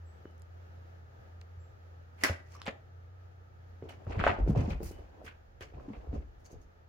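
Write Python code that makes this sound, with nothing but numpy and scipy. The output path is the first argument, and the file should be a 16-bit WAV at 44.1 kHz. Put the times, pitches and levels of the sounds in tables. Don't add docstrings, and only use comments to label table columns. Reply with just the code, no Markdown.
import sys
import numpy as np
from scipy import signal
from scipy.fft import rfft, irfft, next_fast_len
from scipy.io import wavfile
from scipy.ndimage import uniform_filter1d

SR = 44100
rng = np.random.default_rng(int(sys.argv[2]) if len(sys.argv) > 2 else 0)


def transcribe(u):
    v = np.clip(np.atleast_2d(u).T, -1, 1)
    q = np.round(v * 32767).astype(np.int16)
    wavfile.write(sys.argv[1], SR, q)


def volts(x):
    e = np.asarray(x, float) / 20
    return 10 ** e


N = 303628
TIME = np.arange(N) / SR
PORT_LAG_MS = 0.42

# (t/s, peak level/dB, f/Hz, ring/cycles)
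ON_CHAIR = [(1.194, -40, 85.2, 4.05), (1.571, -43, 88.7, 9.1), (2.236, -32, 278, 15.8),
            (2.297, -21.5, 86, 5), (2.304, -35.5, 201, 7.5), (2.68, -27, 214, 3.4), (2.685, -35.5, 86, 3.2),
            (3.828, -37, 135.5, 3.3), (3.859, -41.5, 80, 3.33), (4.067, -29, 99, 3.6), (4.1, -30, 82, 3.9),
            (4.167, -22, 91.2, 3.2), (4.198, -18, 81.95, 2.64), (4.289, -20, 89, 2.6)]
# (t/s, peak level/dB, f/Hz, ring/cycles)
ON_FLOOR = [(4.39, -21.5, 37.2, 2.6), (4.42, -19.5, 55.2, 5.8), (4.462, -24, 55, 2),
            (4.483, -20.5, 119, 2.3), (4.495, -13.5, 148, 3.8), (4.511, -21.5, 64.8, 5),
            (4.565, -15, 121, 4.3), (4.59, -16, 86, 2.5), (4.608, -28, 110, 6), (4.64, -27, 84, 19),
            (4.679, -23, 214, 5.7), (4.709, -21.5, 58, 3), (4.728, -31.5, 134, 7.4),
            (4.806, -35.5, 56.5, 4.4), (4.828, -32, 152, 2.4), (4.857, -28, 68, 2.6), (4.988, -40, 76, 11),
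            (5.239, -46, 253, 6), (5.265, -47, 88.5, 5), (5.322, -47.5, 80, 7.9), (5.608, -40, 81.9, 5.3),
            (5.736, -38.5, 70.4, 4), (5.75, -42, 129, 13), (5.772, -36, 64, 3), (5.788, -41, 62, 4),
            (5.882, -32.5, 278.5, 10.7), (5.903, -34, 213.6, 8.8), (5.97, -35, 60, 4.4),
            (6.074, -32, 70, 2), (6.089, -27.5, 71.9, 3.2), (6.131, -26, 95.5, 2.5),
            (6.16, -31.5, 70.5, 1.8), (6.174, -28, 68.6, 3.9), (6.132, -34.5, 287, 11),
            (6.528, -34, 73.5, 2.4), (6.544, -37, 75.4, 3.1), (6.57, -45, 90, 4.9)]


def unit(x):
    return x / np.sqrt(np.mean(x ** 2))


def on_log(table, hz):
    f, v = np.transpose(table)
    return np.interp(np.log(np.maximum(hz, 1)), np.log(f), v)


def curves(rows):
    s, *columns = np.transpose(rows)
    return [np.interp(TIME, s, c) for c in columns]


def band(x, lo_hz, hi_hz, order=2):
    sos = signal.butter(order, [lo_hz, min(hi_hz, 0.45 * SR)], "band", fs=SR, output="sos")
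    return signal.sosfilt(sos, x)


def diffuse(size, colour=((20, 0), (20000, 0))):
    # (f/Hz, left-right correlation)
    likeness = [(60, 0.42), (130, 0.87), (290, 0.12), (640, -0.42), (1400, -0.47), (3100, -0.16),
                (15000, -0.18)]
    fast = next_fast_len(size, True)
    hz = np.fft.rfftfreq(fast, 1 / SR)
    like = np.clip(on_log(likeness, hz), -0.99, 0.99)
    mid, side = rfft(rng.standard_normal((2, fast))) * volts(on_log(colour, hz))
    mid = mid * np.sqrt((1 + like) / 2)
    side = side * np.sqrt((1 - like) / 2)
    return irfft(np.array([mid + side, mid - side]), fast)[:, :size]


def walk(rate):
    k = int(SR / rate)
    steps = np.repeat(rng.standard_normal(N // k + 1), k)
    return 1.22 * uniform_filter1d(uniform_filter1d(steps, k), k)[:N]


def add(track, s, sound):
    i = int(s * SR)
    track[i:i + len(sound)] += sound[:N - i]


def add_swell(power, s, db, rise_s, fall_s):
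    rise_s, fall_s = np.clip(rise_s, 0.003, 0.3), np.clip(fall_s, 0.01, 0.6)
    t = np.arange(-2 * rise_s, 2 * fall_s, 1 / SR)
    below_peak_db = 30 * np.where(t < 0, -t / rise_s, t / fall_s)
    add(power, s - 2 * rise_s, volts(db - below_peak_db) ** 2)


def thumps():
    out, t = np.zeros(N), np.arange(SR // 4) / SR
    for s, db, hz, cycles in list(ON_CHAIR) + list(ON_FLOOR):
        turns = hz * t
        shape = (1 - np.exp(-turns / 0.29)) * np.exp(-3 * turns / np.clip(cycles, 1, 12))
        add(out, s, volts(db) * shape * np.sin(2 * np.pi * turns * (1 - 0.055 * t)))
    return out


def scuffs():
    # (peak t/s, level/dB, rise by 30 dB/s, fall by 30 dB/s, brightness/dB per layer)
    pawing = [(3.825, -47, -0.1, 0.5, 1), (4.02, -54.5, 0.5, 0.3, 3), (4.07, -40, -0.8, 0.5, -6),
              (4.11, -37.5, 0.1, 1, 1.5), (4.388, -32, -0.35, .17, -0.5), (4.48, -32.5, -0.86, 0.1, -2),
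              (4.555, -29, 0, 0.34, -1), (4.685, -36, -1, 0.15, 0), (4.806, -39, -0.3, 0.18, -4),
              (4.911, -47.5, 0, -1.5, 1.5), (4.991, -51, 0.7, 0.47, 5.5), (5.217, -50.5, 0.5, -0.14, -2),
              (5.737, -46.5, 0, 2, -1), (5.8, -54.5, -0.5, 6, 5), (5.885, -47.5, -1.5, 7, 2),
              (6.072, -53, -3, -2.5, -1), (6.14, -44.5, -2.3, -0.47, -0.5), (6.17, -42.5, 4, -0.13, -2),
              (6.515, -53, 0.2, .25, 3.5)]
    clawing = [(2.66, -44, 0.011, 0.033, -2), (2.673, -44, 0.0066, 0.029, 7.5),
               (2.683, -35.5, 0.0072, 0.06, 0), (2.709, -46, 0.02, 0.053, -11),
               (4.13, -47.5, 0.086, 0.17, -1), (4.205, -35.5, 0.049, .2, -2.5),
               (4.25, -36.5, 0.035, 0.14, 1.5), (4.278, -32.5, 0.038, 0.17, -0.5),
               (5.612, -48.5, 0.01, 0.11, -33), (5.935, -53.5, 0.01, 0.18, -2.5),
               (5.745, -54, 0.024, 0.068, -9)]
    scraping = [
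        (3.892, -55.5, 0.0083, 0.16, 3.5),
        (4.485, -60.5, 0.045, 0.21, 4.5),
        (4.575, -54.5, .03, 0.52, 2.5),
        (4.706, -47.5, 0.024, 0.15, 1),
        (5.268, -49, 0.016, 0.1, -2.5),
        (5.285, -48, 0.027, 0.15, -6),
        (5.61, -49.5, 0.0073, 0.15, 2.5),
        (6.14, -63, 0.03, 0.23, 2),
    ]
    whipping = [
        (2.225, -52, 0.066, .05, -1.5),
        (2.242, -32.5, 0.016, 0.17, -0.84),
        (2.33, -64, 0.047, 0.082, -7),
        (2.56, -58, 0.21, 0.36, -8),
        (5.255, -66, 0.028, 0.1, 3.5),
    ]
    rustling = [
        (4.831, -59.5, .005, 0.26, 2.1),
        (4.86, -58, 0.06, 0.19, 1.5),
        (4.915, -69, 0.066, 0.082, 2.4),
        (6.4, -93, 0.028, 0.18, 4.4),
    ]
    toy_shakes = [
        (2.555, -62.5, .15, .08, -1.5),
        (6.462, -64.5, 0.028, 0.055, 0.37),
        (6.522, -71.5, 0.046, 0.082, 1.9),
        (6.623, -79.5, 0.054, .1, .6),
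    ]
    # (padding/dB, weave/dB, rattle/dB, fur/dB)
    scrape = (-9, -0.5, -12, -21.5)
    toy = (-8, -5, 1.5, -3)
    paw, claw = (0, -23, -35.5, -47), (2.5, -2, -22.5, -60)
    whip, rustle = (4.5, 3.5, -4, -4.5), (-12, -2.5, -2.5, 1)
    fade = (0.92, 0.79, 0.69, 0.55)
    # (lowest f/Hz, highest f/Hz)
    layer_hz = ((230, 800), (1050, 2700), (4300, 6800), (8300, 16000))
    # (level/dB, changes of patchiness/per s, patchiness/dB)
    grains = [(-5.5, 99, 2.5), (0.93, 200, 2.5), (0.2, 200, 3), (-3.5, 160, 1)]

    kinds = ((pawing, paw), (clawing, claw), (scraping, scrape),
             (whipping, whip), (rustling, rustle), (toy_shakes, toy))
    power = np.zeros((4, N))
    for rows, colour in kinds:
        for s, db, rise_s, fall_s, bright_db in rows:
            for k in range(4):
                add_swell(power[k], s, db + colour[k] + k * bright_db, rise_s, fall_s * fade[k])

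    catches = (rng.random(N) < 2500 / SR) * rng.standard_normal(N)
    fibres = diffuse(N) + 0.35 * unit(catches)
    out = np.zeros((2, N))
    for p, (lo_hz, hi_hz), (db, rate, patchy_db) in zip(power, layer_hz, grains):
        grain = unit(volts(patchy_db * walk(rate)) * band(fibres, lo_hz, hi_hz, order=3))
        out += volts(db) * uniform_filter1d(np.sqrt(p), size=90) * grain
    return out


def knocks():
    # (t/s, body level/dB, body f/Hz, snap level/dB, snap f/Hz)
    sharp = [(0.253, -35.5, 355, -57, 1300), (4.238, -28, 1010, -42, 2180), (2.239, -34.5, 690, -34, 1990),
             (2.294, -27, 587, -41.5, 1280), (2.615, -51.5, 1138, -54.5, 1320),
             (2.664, -34, 825, -43, 2070), (2.666, -46, 790, -43, 2510), (2.670, -42, 806, -55, 2600),
             (2.6772, -27.5, 600, -37, 1828), (2.6795, -42, 590, -46.5, 2770), (2.688, -43, 477, -53, 1920),
             (2.707, -49, 598, -59.5, 2200), (3.89, -46, 690, -56, 2760), (4.066, -40.5, 560, -55.5, 1240),
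             (4.126, -60.5, 545, -51.5, 1500), (4.192, -39, 685, -37.5, 1960),
             (4.198, -35.5, 610, -36, 1290), (4.211, -41, 714, -35.5, 1500),
             (4.2376, -21.5, 740, -26.5, 1370), (4.245, -45.5, 800, -35.5, 2180),
             (4.2644, -12, 651, -24, 1320), (4.2715, -22.5, 811, -25.5, 1420),
             (4.275, -16.5, 865, -30, 1850), (4.282, -25.5, 920, -33.5, 1490),
             (4.2905, -29, 1020, -37, 1860), (4.294, -26.5, 750, -29.5, 1250),
             (4.301, -34, 870, -33.5, 1940), (4.313, -40, 690, -37, 1980), (4.704, -36.5, 515, -51, 2300),
             (5.607, -40, 420, -53, 1740), (5.797, -61, 700, -59, 1200), (5.933, -48, 500, -60, 2020),
             (5.621, -46.5, 610, -51, 1780)]
    # (t/s, body level/dB, body f/Hz)
    dull = [(2.549, -46, 1150), (2.557, -51, 1250), (2.562, -50, 1190), (2.609, -52.5, 1200),
            (3.8224, -33, 400.5), (3.838, -42.5, 398), (3.853, -42, 330), (3.905, -48, 780),
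            (4.018, -53.5, 603.5), (4.385, -29.5, 330), (4.399, -31.5, 298), (4.462, -32, 380),
            (4.493, -29, 330), (4.503, -33.5, 425), (4.561, -28, 450), (4.589, -40, 445), (4.601, -36, 415),
            (4.812, -32.5, 370), (5.635, -45, 450), (6.142, -44, 498), (6.158, -41, 450), (6.177, -39, 420),
            (4.474, -22.5, 345), (4.549, -30.5, 730), (5.879, -52.5, 503), (4.803, -31, 353),
            (4.909, -36.5, 340), (4.989, -43.5, 400), (5.214, -42.5, 634), (5.222, -44, 562),
            (5.235, -49, 483), (5.243, -44.5, 398), (5.25, -53, 450), (6.527, -45.5, 301),
            (6.539, -44, 398.7), (5.722, -49, 415), (6.07, -44, 385), (6.128, -34, 355),
            (6.511, -48.5, 389)]
    sharp_t60_s, dull_t60_s = 0.016, 0.017
    dull_snap_db, dull_snap_hz = -35.5, 1250
    rows = [(*row, sharp_t60_s) for row in sharp]
    rows += [(s, db, hz, db + dull_snap_db, dull_snap_hz, dull_t60_s) for s, db, hz in dull]

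    out, t = np.zeros(N), np.arange(SR // 12) / SR
    onset = 1 - np.exp(-t / 0.00044)
    for s, db, hz, snap_db, snap_hz, t60 in rows:
        body = np.sin(2 * np.pi * hz * t) * np.exp(-np.log(1000) * t / t60)
        snap = np.sin(2 * np.pi * snap_hz * t) * np.exp(-t * snap_hz / 0.98)
        add(out, s + 0.001812, -onset * (volts(db + 4.5) * body + volts(snap_db + 20) * snap))
    return out


def ticks():
    # (t/s, peak level/dB, f/Hz, left minus right/dB)
    airy = [
        (2.2374, -17.5, 5200, -3.5),
        (0.397, -64, 8500, -2.5),
        (0.31, -67, 5200, -3.5),
        (0.38, -63, 6600, -2),
        (0.42, -55.5, 5100, -2.5),
        (0.42, -53.5, 7200, -3),
        (4.5, -53, 3250, 17),
        (2.657, -56, 7700, 13),
    ]
    medium = [(2.601, -56.5, 5600, -0.5), (3.889, -52.5, 3220, 0), (3.899, -50, 2200, -1.5),
              (2.679, -52, 6900, 0), (3.894, -45, 2950, -1), (4.2772, -45.5, 3220, 6),
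              (4.8241, -61, 5028, -6), (5.6085, -50, 3200, 4), (5.624, -47.5, 2930, -1),
              (4.8305, -49, 14600, -4), (2.551, -54, 5560, -1), (2.567, -58, 5600, 0),
              (6.446, -64, 6530, 0), (6.453, -54, 6040, -0.5), (6.4583, -54.5, 6525, 6),
              (6.472, -61, 6300, 3), (6.51, -61, 6500, -2), (6.531, -63, 6440, -1.5), (6.634, -72, 6550, 0),
              (6.4644, -60.5, 7040, 8), (6.5171, -58.5, 6560, -5), (6.5246, -61, 6100, 4),
              (6.6164, -62, 6400, -0.6)]
    plain = [(1.4135, -46.5, 4560, -2.5), (1.414, -52, 6500, 0), (2.5216, -51, 6234, 2),
             (2.6174, -33.5, 3220, -0.5), (2.618, -38, 4700, -2.5), (2.6815, -35, 3140, 2),
             (2.6653, -29, 3260, 1.5), (2.6774, -53, 3000, 9), (4.2395, -30, 3130, -2),
             (4.2665, -38, 3420, 3), (4.7045, -38.5, 3920, -1)]
    # (t/s, peak level/dB, f/Hz, left minus right/dB, fall by 60 dB/s)
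    wand_taps = [(1.416, -43, 2510, -1, 0.0019), (2.237, -17.5, 1961, -0.5, 0.021),
                 (2.2371, -23.5, 7150, -3, 0.0034), (2.241, -27, 2043, 2.5, 0.012),
                 (2.254, -31.5, 1590, 12, 0.024), (2.259, -34, 2220, 2.5, 0.012),
                 (2.264, -31.5, 1480, 6, 0.017), (2.278, -35, 1960, -2, 0.015),
                 (2.2477, -19, 1820, -1, 0.006), (2.6809, -31, 1640, 6, 0.0033),
                 (5.264, -53, 3296, 2.2, .02), (5.278, -43.5, 1580, -8, 0.015),
                 (5.279, -54, 2710, -2, 0.016), (5.298, -55, 1504, -3, 0.014),
                 (6.46, -64.5, 4537, 0.5, .03), (4.707, -46, 2460, -0.3, 0.045)]
    sorts = ((airy, (-11, 0.0032)), (medium, (-25.5, 0.011)), (plain, (-37, 0.0015)))
    tap_air_db = -35.5
    rows = [(*row, *sort) for table, sort in sorts for row in table]
    rows += [(*row[:4], tap_air_db, row[4]) for row in wand_taps]

    out, t = np.zeros((2, N)), np.arange(SR // 10) / SR
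    spit = band(rng.standard_normal((len(rows), len(t))), 6700, 12500)
    for (s, db, hz, pan_db, air_db, t60), noise in zip(rows, spit):
        fall = np.exp(-np.log(1000) * t / np.clip(t60, 0.002, 0.12))
        note = np.sin(2 * np.pi * hz * t)
        sound = volts(db + 3.5) * fall * (note + volts(air_db + 12.5) * noise)
        late_s = np.clip(-pan_db / 4, 0, 1) * PORT_LAG_MS / 1000
        add(out[0], s + late_s, volts(pan_db / 2) * sound)
        add(out[1], s, volts(-pan_db / 2) * sound)
    return out


def boards():
    shudder_db, shudder_t60_s = (-13, -13.5), (0.56, 0.21)
    hand_db, hand_from_s = -55.5, 4.05
    power = np.zeros((2, N))
    rumble_db = hand_db - 3.5 * (TIME - hand_from_s) + 1.7 * walk(7.1)
    power[0] = (TIME > hand_from_s) * volts(rumble_db) ** 2
    for s, db, hz, cycles in list(ON_CHAIR[9:]) + list(ON_FLOOR):
        k = int(hz > 82)
        add_swell(power[k], s + 0.012, db + shudder_db[k], 0.035, shudder_t60_s[k] / 2)
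    shudder = rng.standard_normal(N) + 0.4 * rng.standard_normal((2, N))
    deep = np.sqrt(power[0]) * unit(band(shudder, 28.2, 68.4))
    boom = np.sqrt(power[1]) * unit(band(shudder, 78.0, 199.5))
    return deep + boom


def bird():
    # (t/s, f/Hz, level/dB, scoop/Hz)
    peeps = [
        (0.045, 7840, -77.5, 598),
        (0.24, 2990, -78.5, 34),
        (0.7, 3880, -83, 0),
        (1.58, 7530, -79, 502),
        (4.9, 2968, -71.5, 0),
    ]
    peep_s, scoop_s, rise_s, t60_s = 0.15, 0.023, 0.025, 0.4
    out, t = np.zeros(N), TIME[:int(peep_s * SR)]
    flutter_db, waver_hz = 3 * walk(76.6), 90 * walk(220)
    shape = np.minimum(t / rise_s, 1) * volts(-60 * np.maximum(t - rise_s, 0) / t60_s)
    for k, (s, hz, db, scoop_hz) in enumerate(peeps):
        part = slice(k * len(t), (k + 1) * len(t))
        pitch = hz - scoop_hz * np.exp(-t / scoop_s) + waver_hz[part] * hz / 7800
        whistle = np.sin(2 * np.pi * np.cumsum(pitch) / SR)
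        add(out, s, np.sqrt(2) * volts(db + flutter_db[part]) * shape * whistle)
    return out


def pump():
    # (t/s, f/Hz, level/dB)
    motor = [(0.0, 85.2, -51), (0.25, 84.1, -53.5), (0.57, 85.6, -50), (1.15, 86.3, -51.5),
             (1.77, 86.7, -53), (1.87, 86.5, -50.5), (2.3, 86.5, -55), (2.45, 87.1, -50.5), (2.8, 88, -55),
             (3.12, 88.8, -49), (3.44, 88, -56.5), (3.6, 89.1, -52.5), (4.05, 87.4, -53), (4.6, 86, -45),
             (5.2, 81.9, -65), (6.9, 84, -62.5)]
    # (f/Hz, width/Hz, level/dB)
    drones = [(61.9, 13, -64.5), (89.8, 38, -61.5), (119.1, 4.1, -67), (494, 37, -88), (1276, 160, -71.5)]
    hz, db = curves(motor)
    turning = np.sin(2 * np.pi * np.cumsum(hz + 1.5 * walk(17)) / SR)
    out = np.sqrt(2) * volts(db + 1.5 * walk(14)) * turning
    shake = diffuse(N)
    facing_db = np.interp(TIME, [4.4, 5.0], [0, -4])
    for f, width, level_db in drones:
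        out = out + volts(level_db + facing_db) * unit(band(shake, f - width / 2, f + width / 2))
    return out


def air():
    # (f/Hz, level per Hz/dB)
    colour = [(28, -11.5), (50, -26), (130, -15), (172, -4.5), (263, -10.5), (452, -5), (859, -8),
              (1030, -17), (1700, -12.5), (2080, -21), (3870, -29), (7000, -34), (8000, -47.5), (9400, -48),
              (11300, -40.5)]
    # (t/s, level/dB)
    loudness = [(0, -60.5), (2, -62), (3.3, -62.5), (5, -62.5), (6.9, -64.5)]
    return volts(curves(loudness)[0] + 0.93 * walk(9.1)) * unit(diffuse(N, colour))


def room():
    # (f/Hz, fall by 60 dB/s)
    tail_t60 = [(100, 0.45), (500, 0.45), (2000, 0.22), (6000, .22), (15000, 0.115)]
    # (delay/ms, level/dB)
    echoes = [(1.7, -12), (7.2, -15), (11, -15), (18, -17), (29, -19)]
    tail_db = -8.5
    t = np.arange(SR // 3) / SR
    noise = diffuse(len(t))
    tail = np.zeros((2, len(t)))
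    for f in 85.0 * 2 ** np.arange(9.):
        octave = band(noise, f / np.sqrt(2), f * np.sqrt(2), order=1)
        tail += octave * np.exp(-np.log(1000) * t / on_log(tail_t60, f))
    tail = tail * (1 - np.exp(-t / 0.0032))
    out = volts(tail_db) * tail / np.sqrt(np.sum(tail ** 2) / 2)
    out[:, 0] += 1
    for k, (ms, db) in enumerate(echoes):
        near = k % 2
        out[near, int(ms * SR / 1000)] += volts(db)
        out[1 - near, int((ms + 0.6 * PORT_LAG_MS) * SR / 1000)] += volts(db)
    return out


def scene():
    hits = knocks() + ticks()
    wet = np.where(TIME < 1.5, 0.3, 1)
    echoing = signal.fftconvolve(wet * hits + bird(), room(), axes=1)[:, :N]
    struck = echoing + (1 - wet) * hits
    return thumps() + scuffs() + struck + boards() + pump() + air()


def roll_off(x):
    return signal.sosfilt(signal.butter(12, 16770, fs=SR, output="sos"), x)


def record(dry):
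    x = signal.sosfilt(signal.butter(2, 22, "high", fs=SR, output="sos"), dry)
    x = signal.sosfilt(signal.ellip(8, 0.2, 70, 16000, fs=SR, output="sos"), x)
    return roll_off(x)


dry = scene()
out = record(dry)
transcribe(out)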